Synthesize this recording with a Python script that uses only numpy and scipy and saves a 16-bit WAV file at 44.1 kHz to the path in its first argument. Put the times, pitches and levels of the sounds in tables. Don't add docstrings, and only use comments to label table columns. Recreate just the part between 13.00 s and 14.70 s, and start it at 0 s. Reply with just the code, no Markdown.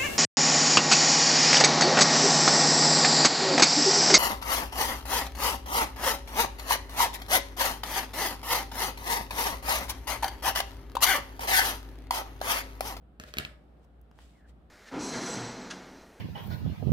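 import sys
import numpy as np
from scipy import signal
from scipy.fft import rfft, irfft
from scipy.io import wavfile
from scipy.ndimage import uniform_filter1d

SR = 44100
rng = np.random.default_rng(int(sys.argv[2]) if len(sys.argv) > 2 else 0)


def pcm_store(signal):
    levels = np.round(np.clip(np.atleast_2d(signal), -1, 1) * 32767)
    wavfile.write(sys.argv[1], SR, levels.astype(np.int16).T)


N = 74970
TIME = np.arange(N) / SR

# start in seconds, blade click in dB, treble in dB,
# pitch favoured by the point of contact in Hz, handle knock in dB, table thud in dB.
SCISSOR_HITS = [(0.1991, -39, 5.5, 5800, -42, -42.5), (0.238, -45.5, 3, 1390, -45, -46),
                (0.339, -33.5, -0.5, 4750, -42, -64.5), (0.3700, -33, -5.5, 1760, -44.5, -38),
                (0.3849, -16, -2, 11600, -36.5, -37), (0.3985, -45, 8, 1400, -42, -39.5),
                (0.45, -30, -5.5, 2530, -52.5, -49.5)]


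def from_db(db):
    return 10 ** (np.asarray(db) / 20)


def rms_one(x):
    return x / np.sqrt(np.mean(x ** 2) + 1e-20)


def at_hz(points, hz):
    freqs, values = np.transpose(points)
    return np.interp(np.log(hz), np.log(freqs), values)


def drift(rate_hz):
    pole = np.exp(-80 * np.pi * rate_hz / SR)
    slow = signal.lfilter([1], [1, -2 * pole, pole * pole], rng.standard_normal(N // 40 + 2002))[2000:]
    return np.interp(np.arange(N) / 40, np.arange(len(slow)), rms_one(slow))


def delay(x, seconds):
    return np.roll(x, int(round(seconds * SR)))


def shelf(x, hz, db):
    w = 2 * np.tan(np.pi * hz / SR)
    a, q = from_db(db) ** (1 / 4), np.sqrt(2)
    return signal.lfilter(*signal.bilinear([a * a, q * a * w, w * w], [1 / (a * a), q * w / a, w * w]), x)


def click(start):
    return 1.0 * (np.arange(N) == int(start * SR))


def contact(start, treble_db, chatter_db=-5, chatter_t60_s=0.018):
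    decay = np.exp(-np.log(1000) * np.abs(TIME - start) / chatter_t60_s)
    spray = rng.standard_normal(N) * (TIME > start) * decay
    touch = click(start) + from_db(chatter_db) * spray / np.linalg.norm(spray)
    return shelf(touch, hz=5500, db=treble_db)


def ring(clicks, modes):
    out = 0
    for hz, db, t60 in modes:
        r, w = from_db(-60 / (t60 * SR)), 2 * np.pi * hz / SR
        mode = signal.lfilter([.5, 0, -.5], [1, -2 * r * np.cos(w), r * r], clicks + 1e-18)
        out = out + from_db(db) * mode
    return out


def diffuse(colour, size=N):
    # frequency in Hz, left-right correlation.
    likeness = [(60, 0.43), (150, .95), (350, 0.68), (700, .4), (1400, 0), (16000, 0)]
    hz = np.maximum(np.arange(size // 2 + 1) * SR / size, 1)
    alike = at_hz(likeness, hz)
    mid, side = rfft(rng.standard_normal((2, size))) * from_db(at_hz(colour, hz)) / np.sqrt(2)
    return irfft(np.sqrt(1 + alike) * mid + np.sqrt(1 - alike) * side * [[1], [-1]], size)


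def friction(curve, colour, grains_per_s=6700, spread_db=4):
    slips = rng.random(N) < grains_per_s / SR
    strength = from_db(spread_db * np.minimum(rng.exponential(1, N), 5))
    grains = rms_one(uniform_filter1d(slips * strength, size=40))
    level = from_db(np.interp(TIME, *np.transpose(curve)))
    return level * (0.5 + 0.5 * grains) * rms_one(diffuse(colour))


def room_tone():
    # frequency in Hz, relative level in dB.
    air_colour = [(20, -22), (45, -2), (75, 5.5), (102, -5.5), (150, -0.5), (240, -4.5), (400, -8.5),
                  (760, -11.5), (980, -18.5), (1300, -17.5), (2200, -29), (3500, -32), (6200, -50.5),
                  (8200, -45.5), (16000, -48)]
    return from_db(-61) * rms_one(diffuse(air_colour))


def hum_tone(hz, db, waver_db=1, wander_rad=0.3):
    amplitude = np.sqrt(2) * from_db(db + waver_db * drift(15))
    return amplitude * np.sin(2 * np.pi * (hz * TIME + rng.random()) + wander_rad * drift(6.2))


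def hum(throb_s=0.2447, peak_at_s=0.032, depth=0.42):
    # pitch in Hz, level in dB.
    upper_tones = [(141, -73), (181, -73), (233, -74.5), (290, -76)]
    throb = 1 + depth * np.cos(2 * np.pi * (TIME - peak_at_s) / throb_s)
    return throb * hum_tone(hz=59.34, db=-57.5) + sum(hum_tone(hz, db) for hz, db in upper_tones)


def room_reverb(x, predelay_s=0.0014, build_s=0.0013):
    # frequency in Hz, gain in dB.
    tail_colour = [(60, 14.5), (200, 15.5), (600, 17), (950, 7.5), (1350, 18), (2000, 16.5), (2600, 17),
                   (3600, 12.5), (5000, 8.5), (6500, -1.5), (8000, 1), (10000, -3), (11800, -1.5),
                   (16000, -12)]
    # frequency in Hz, T60 in seconds.
    tail_t60 = [(100, 0.74), (1000, 0.42), (3000, 0.31), (8000, .35), (16000, .32)]
    t = TIME[:SR // 2]
    build = 1 - np.exp(-np.maximum(t - predelay_s, 0) / build_s)
    spectrum = rfft(diffuse(tail_colour, len(t)))
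    hz = np.arange(spectrum.shape[1]) * SR / len(t)
    tail = 0
    for low in 40 * 2 ** np.arange(9):
        octave = irfft(spectrum * ((hz >= low) & (hz < 2 * low)), len(t))
        fade = build * np.exp(-np.log(1000) * t / at_hz(tail_t60, low * np.sqrt(2)))
        tail = tail + octave * fade / np.linalg.norm(fade)
    return signal.fftconvolve(x[None], tail, axes=1)[:, :N]


def hand_brush():
    # time in seconds, level in dB.
    brush_curve = [(0.52, -75), (0.6, -65), (0.8, -64), (0.89, -84)]
    # frequency in Hz, relative level in dB.
    brush_colour = [(100, -12.5), (240, -0.5), (420, -2.5), (760, -5), (1000, -18), (5000, -36.5),
                    (7000, -50)]
    return friction(brush_curve, brush_colour)


def ribbon_rustle():
    # time in seconds, level in dB.
    rustle_curve = [(0.78, -98), (0.845, -73.5), (0.88, -98), (1.09, -101), (1.13, -82.5), (1.17, -74),
                    (1.215, -62.5), (1.28, -69), (1.34, -73.5), (1.40, -75), (1.45, -91), (1.495, -65.5),
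                    (1.53, -89.5), (1.7, -99)]
    # frequency in Hz, relative level in dB.
    rustle_colour = [(300, -20), (1000, -4.5), (2000, -3), (3000, 1.5), (5400, -5), (6500, -7.5),
                     (8000, -5), (10000, -12), (16000, -18)]
    return friction(rustle_curve, rustle_colour)


def ribbon_squeak(width_hz=150):
    # time in seconds, ribs per second, level in dB.
    skim = [(1.31, 2150, -90), (1.35, 2140, -76), (1.41, 1780, -70.5), (1.461, 1650, -70),
            (1.519, 2100, -82)]
    times, rib_rate, db = np.transpose(skim)
    phase = 2 * np.pi * np.cumsum(np.interp(TIME, times, rib_rate)) / SR
    level = from_db(np.interp(TIME, times, db)) * (TIME > times[0]) * (TIME < times[-1])
    return level * (drift(width_hz) * np.sin(phase) + drift(width_hz) * np.cos(phase))


def nail_ticks():
    # start in seconds, level in dB, treble in dB.
    ticks = [(0.8476, -59, -1.5), (1.0151, -79, 30), (1.1139, -50.5, -7.5), (1.1764, -58, -16),
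             (1.1890, -40.5, -15.5)]
    # pitch in Hz, gain in dB, T60 in seconds.
    nail_modes = [(850, 0, 0.0098), (1453, -9.5, 0.0084), (2840, -13, 0.0063), (4920, -11.5, .004),
                  (5550, -10.5, 0.0026), (11700, 2.5, 0.00033)]
    touches = sum(from_db(db) * contact(start, treble_db) for start, db, treble_db in ticks)
    return ring(touches, nail_modes)


def blade_slide():
    # time in seconds, level in dB.
    slide_curve = [(0.195, -118), (0.21, -52), (0.255, -60.5), (0.285, -51), (0.32, -61.5), (0.365, -57),
                   (0.395, -41.5), (0.425, -54.5), (0.46, -53.5), (0.52, -86)]
    # frequency in Hz, relative level in dB.
    slide_colour = [(100, -15), (300, -4), (620, 5.5), (950, -16.5), (1400, -0.5), (2200, -4.5), (4000, -6),
                    (6500, -13.5), (12000, -21), (16000, -21.5)]
    return friction(slide_curve, slide_colour)


def table_thud(contact_s=0.00056):
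    # pitch in Hz, gain in dB, T60 in seconds.
    table_modes = [(76, -1, 0.09), (138.4, -11.5, 0.28), (208.7, 6.5, 0.031), (242, -18, .1),
                   (325, -4, .025), (760, -16, 0.033)]
    pushes = sum(from_db(thud_db) * click(start) for start, *_, thud_db in SCISSOR_HITS)
    pole = np.exp(-2 / (contact_s * SR))
    cushioned = signal.lfilter([(1 - pole) ** 2], [1, -2 * pole, pole * pole], pushes)
    return ring(cushioned, table_modes)


def handle_knock():
    # pitch in Hz, gain in dB, T60 in seconds.
    handle_modes = [(444, -5, .04), (613.4, -6.5, 0.13), (1288, -4, 0.05), (1400, -3, 0.025),
                    (1680, -1, 0.032), (1730, -3, 0.034)]
    knocks = sum(from_db(knock_db) * click(start) for start, *_, knock_db, _ in SCISSOR_HITS)
    return ring(knocks, handle_modes)


def blade_contacts():
    return [from_db(db) * contact(start, treble_db) for start, db, treble_db, *_ in SCISSOR_HITS]


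def favour(x, hz, width_hz=760, band_db=3.5):
    r, w = np.exp(-np.pi * width_hz / SR), 2 * np.pi * hz / SR
    band = (1 - r * r) / 2 * signal.lfilter([1, 0, -1], [1, -2 * r * np.cos(w), r * r], x + 1e-18)
    return x + from_db(band_db) * band


def blade_clacks(touches):
    # pitch in Hz, gain in dB, T60 in seconds.
    steel_modes = [(1730, -19, 0.0056), (2540, -40, .3), (2620, 4.5, 0.0053), (3300, -14, 0.0057),
                   (3890, -3.5, 0.0083), (5560, -17.5, .008), (6900, -18.5, 0.011), (8497, -22, 0.0073),
                   (11180, -8.5, 0.0034), (11800, -10, .003), (13960, -24.5, 0.0037)]
    drive = sum(favour(touch, hz) for touch, (_, _, _, hz, _, _) in zip(touches, SCISSOR_HITS))
    mat_echo = from_db(-10) * delay(drive, seconds=0.00088)
    return ring(drive + mat_echo, steel_modes)


def scene():
    touches, knock, thud, ticks = blade_contacts(), handle_knock(), table_thud(), nail_ticks()
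    scissors = blade_clacks(touches) + knock
    left = delay(shelf(scissors, hz=8390, db=-11.5), seconds=0.00021)
    direct = np.array([left, scissors]) + thud + ticks
    send = sum(touches) + from_db(-24.5) * knock + from_db(-37.5) * thud + from_db(-19.5) * ticks
    reverb = room_reverb(send)
    rubbing = blade_slide() + hand_brush() + ribbon_rustle() + ribbon_squeak()
    return direct + reverb + rubbing + hum() + room_tone()


def record(dry):
    fade_in_s, cutoff_hz = 0.012, 16150
    lowpass = signal.cheby2(20, 70, cutoff_hz, fs=SR, output="sos")
    return signal.sosfilt(lowpass, dry * np.minimum(TIME / fade_in_s, 1))


dry = scene()
out = record(dry)
pcm_store(out)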